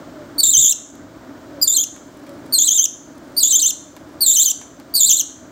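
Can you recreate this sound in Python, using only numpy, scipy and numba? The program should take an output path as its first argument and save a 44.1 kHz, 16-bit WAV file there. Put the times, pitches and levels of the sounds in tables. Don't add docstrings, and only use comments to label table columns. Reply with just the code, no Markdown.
import sys
import numpy as np
from scipy import signal
from scipy.fft import rfft, irfft
from scipy.io import wavfile
from scipy.ndimage import uniform_filter1d, minimum_filter1d, map_coordinates
from numba import njit

SR = 44100
rng = np.random.default_rng(int(sys.argv[2]) if len(sys.argv) > 2 else 0)


def master(y):
    cut = np.clip(np.atleast_2d(y).T, -1, 1)
    pcm = np.round(cut * 32767)
    wavfile.write(sys.argv[1], SR, pcm.astype(np.int16))


N = 242991
TIME = np.arange(N) / SR

# frequency in Hz, relative density in dB.
FAN_SPECTRUM = [(21, -51.5), (35, -23.5), (70, -12.5), (130, -9.5), (213, -11.5), (249, -3.5), (292, 0),
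                (362, -7.5), (455, -15.5), (637, -8.5), (747, -17.5), (1440, -18.5), (2400, -31),
                (3120, -48.5), (5280, -120)]
AIR_SPECTRUM = [(3000, 1.5), (7400, -2.5), (8800, -9), (11000, -19.5), (15000, -6.5)]
# frequency in Hz, relative level in dB.
ROOM_SPECTRUM = [(2500, 0), (3500, -2), (5000, -2.5), (6100, 0), (7300, -6.5), (9000, -1.5)]
# start in seconds, length in seconds, first and last pitch in Hz, level in dB.
FAR_GLIDES = [(0.093, .2, 659, 560, -36.5), (1.522, 0.11, 595, 535, -35.5),
              (2.262, 0.11, 542.5, 588, -36.5)]
# start in seconds, level in dB.
WEIGHT_SHIFTS = [(0.459, -34), (0.571, -26.5), (5.037, -33.5)]
# frequency in Hz, bandwidth in Hz, relative gain in dB.
BOARD_MODES = [(850, 200, 5), (1640, 650, -3)]
# start in seconds, relative level in dB, offset of the wood's knock in dB.
TAPS = [(0.9534, -41, -10), (1.9619, -41, 12), (2.2663, -45.5, 15.5), (2.2936, -40.5, -2),
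        (3.9656, -34.5, 7.5), (4.6143, -37, 14.5), (4.799, -39.5, 8)]
# frequency in Hz, gain in dB.
VOCAL_TRACT = [(2400, -21), (3100, -13.5), (3800, -14.5), (4600, -11), (5300, -9.5), (6100, -1), (7400, -1),
               (8200, -10), (9200, -20), (9900, -30), (11400, -20.5), (12600, -18.5), (14200, -13.5),
               (15800, -21.5)]
# start and end in seconds, level in dB, fade in dB per second, time to the break
# in seconds, depth of the break in dB; opening, broken and held pitch in Hz; two leaps and two dips in Hz;
# rasp as a share of the pitch, gain of the top harmonics in dB, level of the half-pitch lines in dB.
CALLS = [(.381, .733, -1.5, -3.5, .053, 13.5, 4556, 3730, 3580, 327.4, 203, 490, 97, 0.031, -2.5, -21.5),
         (1.614, 1.844, -4.5, 4.5, .062, 15, 4835, 3550, 3545, 557, -8.5, 270.4, -3, 0.022, -1.5, -6),
         (2.524, 2.862, -3, -3, 0.063, 0.5, 4500, 3227, 3582, 475, 157, 418, 358, 0.035, -3.5, -16),
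         (3.366, 3.713, -1, 6, 0.066, 4.5, 4596, 3296, 3608, 283, 759, 515, 434, 0.037, -2.5, -30),
         (4.206, 4.52, -1, 0.5, .058, 8, 4625, 3570, 3606, 340, 961, 540, 551, 0.04, 0.5, -37),
         (4.939, 5.217, 1.5, 10.5, 0.068, 6, 4690, 3437, 3592, 699, 657.5, 293, 339, 0.04, -1.5, -12)]

SNAP_S = 0.0046


def undb(db):
    return 10 ** (np.asarray(db) / 20)


def unit(x):
    return x / np.sqrt(np.mean(x ** 2))


def response(points, hz):
    f, db = np.transpose(points)
    return undb(np.interp(np.log(np.maximum(hz, 1)), np.log(f), db))


def colour(x, points):
    hz = np.arange(len(x) // 2 + 1) * SR / len(x)
    skirts = np.minimum(hz / points[0][0], 1) ** 4 / (1 + (hz / points[-1][0] / 1.2) ** 12)
    return irfft(rfft(x) * response(points, hz) * skirts, len(x))


def resonate(x, hz, width_hz):
    return signal.lfilter(*signal.iirpeak(hz, hz / width_hz, fs=SR), x)


def wander(t, rate):
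    return map_coordinates(rng.standard_normal(8192), [(t - t[0]) * rate], order=3, mode="wrap")


def hump(age, centre_s, width_s, order=2):
    return np.exp(-np.abs((age - centre_s) / width_s) ** order)


def add(out, start_s, sound):
    start = int(start_s * SR)
    out[start:start + len(sound)] += sound[:N - start]


def fan(rush_db=-37, hum_db=-49.5, air_db=-53.5, hum_hz=290, waver=0.068, throb_hz=14, throb_db=2):
    blades_db = throb_db * np.sin(2 * np.pi * throb_hz * TIME)
    rush = unit(colour(rng.standard_normal(N), FAN_SPECTRUM))
    rush *= undb(rush_db + wander(TIME, 10) + blades_db / 2)
    phase = 2 * np.pi * np.cumsum(hum_hz * (1 + waver * wander(TIME, 45))) / SR
    hum = unit(np.sin(phase) * undb(1.6 * wander(TIME, 25) + blades_db))
    air = unit(colour(rng.standard_normal(N), AIR_SPECTRUM))
    return rush + undb(hum_db) * hum + undb(air_db) * air


def reverberate(x, box_db=-12, box_s=0.0035, room_db=-16, t60_s=0.49, treble_db=-8):
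    t = TIME[:32768]
    box = rng.standard_normal(len(t)) * np.exp(-t / box_s) * (t > .001)
    noise, decay = rng.standard_normal(len(t)), undb(-60 * t / t60_s)
    room = colour(noise, ROOM_SPECTRUM) * decay + undb(treble_db) * noise * decay ** 2
    room *= np.minimum(t / 0.013, 1)
    echoes = undb(box_db) * box / np.linalg.norm(box) + undb(room_db) * room / np.linalg.norm(room)
    return x + signal.fftconvolve(x, echoes)[:N]


def far_tones():
    out = np.zeros(N)
    for start_s, length_s, first_hz, last_hz, db in FAR_GLIDES:
        t = TIME[:int(length_s * SR)]
        hz = np.linspace(first_hz, last_hz, len(t)) * (1 + 0.017 * wander(t, 80))
        swell = undb(db) * np.sin(np.pi * t / length_s)
        add(out, start_s, swell * np.sin(2 * np.pi * np.cumsum(hz) / SR))
    return out


def feathers(rustle_db=-62, grain_db=6):
    flapping = np.interp(TIME, [1.6, 1.9, 4.2, 4.6], [0, 1, 1, 0])
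    grains = undb(grain_db * wander(TIME, 110)) * resonate(rng.standard_normal(N), 7000, 7000)
    return undb(rustle_db) * flapping * unit(grains)


def bumps(rise_s=0.026):
    out, t = np.zeros(N), TIME[:8192]
    for start_s, db in WEIGHT_SHIFTS:
        thud = unit(colour(rng.standard_normal(len(t)), [(80, -3.5), (400, -8.0)]))
        add(out, start_s, undb(db) * thud * t / rise_s * np.exp(1 - t / rise_s))
    return out


def ticks(tick_db=5.5, wood_db=-15, tick_s=0.00089, wood_s=0.012):
    out, t = np.zeros(N), TIME[:4096]
    for start_s, db, knock_db in TAPS:
        click = unit(resonate(rng.standard_normal(len(t)), 4900, 11000)) * np.exp(-t / tick_s)
        noise = rng.standard_normal(len(t))
        modes = sum(undb(mode_db) * resonate(noise, hz, width) for hz, width, mode_db in BOARD_MODES)
        knock = unit(modes) * np.exp(-t / wood_s)
        add(out, start_s, undb(db + tick_db) * (click + undb(knock_db + wood_db) * knock))
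    return out


def tune(age, break_s, opening_hz, broken_hz, held_hz, leaps_hz, dips_hz,
         hold_s=.02, ledge_hz=3980, recover_s=.055, first_leap_s=.136, warble_s=.103):
    corners = [hold_s, break_s - SNAP_S, break_s + SNAP_S, break_s + recover_s]
    hz = np.interp(age, corners, [opening_hz, ledge_hz, broken_hz, held_hz])
    hz -= 222 * np.exp(-age / .0015)
    for k, (leap, width_s, dip) in enumerate(zip(leaps_hz, (.012, .0055), dips_hz)):
        leap_s = first_leap_s + k * warble_s
        hz += leap * hump(age, leap_s, width_s) - dip * hump(age, leap_s + .037, width_s=.017, order=8)
    collapse = np.interp(age[-1] - age, [0, .0096], [1, 0])
    return hz + (2555 - hz) * collapse


def effort(age, db, fade_db_per_s, break_s, break_db, falter_s=.022, kick_db=4, kick_s=.0058):
    swell = np.interp(age, [0, .014, break_s], [-8, 3, db])
    corners = [-falter_s - SNAP_S, -falter_s / 2, -SNAP_S, 0, kick_s]
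    falter = np.interp(age - break_s, corners, [0, -break_db, -break_db, kick_db, 0])
    release = np.interp(age[-1] - age, [0, .065], [3.5, 0])
    return swell + falter - fade_db_per_s * age - release


def spells(age, per_s=90):
    ends = np.cumsum(rng.uniform(.3, 1.7, 128)) / per_s
    values = rng.uniform(-1, 1, (3, 129)) * np.sqrt(3)
    return uniform_filter1d(values[:, np.searchsorted(ends, age)], size=48, axis=1)


def syrinx(pitch, level_db, rasp, top_db, half_db, flutter_hz=260, wobble=0.82, jitter=.34,
           lock=.62, lock_hz=3110, lock_step_hz=510, stray=.03, throb_db=2, fits_db=3.5,
           shimmer_db=0.93, grit_db=1, croak=0.0078, ragged_db=4, hiss_db=-24):
    age = TIME[:len(pitch)]
    push = np.interp(age, [.014, .028, .045, .08, .2], [.27, .75, .5, .8, 1.1])
    detune, strength, unrest = spells(age)
    loose = np.interp(pitch, [3100, 3400], [.6, 1])
    pitch = pitch * (1 + stray * push * loose * detune)
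    rough = np.minimum(push * loose * undb(fits_db * unrest), 1.3)
    flutter = np.sin(2 * np.pi * np.cumsum(flutter_hz * undb(3 * wander(age, 60))) / SR)
    hz = pitch * (1 + rasp * rough * (flutter + wobble * wander(age, 200)))
    hz -= lock * push * lock_step_hz / (2 * np.pi) * np.sin(2 * np.pi * (hz - lock_hz) / lock_step_hz)
    hz *= 1 + rasp * rough * jitter * wander(age, 2000)
    phase = 2 * np.pi * np.cumsum(hz) / SR
    harmonics, power = 0, 0
    for k in range(1, 6):
        tilt = undb(top_db * (k > 2))
        shimmer = undb((shimmer_db * k + grit_db * rough) * wander(age, 420))
        harmonics += tilt * shimmer * response(VOCAL_TRACT, k * hz) * np.sin(k * phase) * (k * hz < SR / 2)
        power += (tilt * response(VOCAL_TRACT, k * pitch)) ** 2 / 2
    opening = np.sin(np.pi * np.minimum(age / .035, 1)) ** 2
    doubling = (undb(half_db) * opening + croak * rough) * undb(ragged_db * wander(age, 450))
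    halves = doubling * (np.sin(3 * phase / 2) + np.sin(5 * phase / 2) / 2)
    hiss = undb(hiss_db) * rough * unit(colour(rng.standard_normal(len(age)), VOCAL_TRACT))
    edges = np.clip(np.minimum(age / .001, (age[-1] - age) / .004), 0, 1)
    envelope = edges * undb(level_db + throb_db * push * strength)
    return (harmonics + np.sqrt(power) * (halves + hiss)) * envelope


def begging():
    out = np.zeros(N)
    for start_s, end_s, db, fade, break_s, break_db, *notes_hz, rasp, top_db, half_db in CALLS:
        age = TIME[:int((end_s - start_s) * SR)]
        pitch = tune(age, break_s, *notes_hz[:3], leaps_hz=notes_hz[3:5], dips_hz=notes_hz[5:])
        level_db = effort(age, db, fade, break_s, break_db)
        add(out, start_s, syrinx(pitch, level_db, rasp, top_db, half_db))
    return out


def scene():
    chick = reverberate(begging() + ticks())
    return (chick + feathers() + bumps() + far_tones() + fan())[None]


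@njit
def gain_control(x, depth, attack_s, release_s):
    y, envelope = np.empty(len(x)), 0.
    for i in range(len(x)):
        y[i] = x[i] / (1 + depth * envelope)
        size = abs(y[i])
        envelope += (size - envelope) / SR / (attack_s if size > envelope else release_s)
    return y


def record(dry, ceiling=.82, top_hz=15700):
    ridden = gain_control(dry[0], depth=6.2, attack_s=0.049, release_s=0.27)
    limiter_gain = ceiling / np.maximum(abs(ridden), ceiling)
    limited = ridden * uniform_filter1d(minimum_filter1d(limiter_gain, size=128), size=128)
    return signal.sosfilt(signal.ellip(8, .2, 70, top_hz, fs=SR, output="sos"), limited)[None]


dry = scene()
out = record(dry)
master(out)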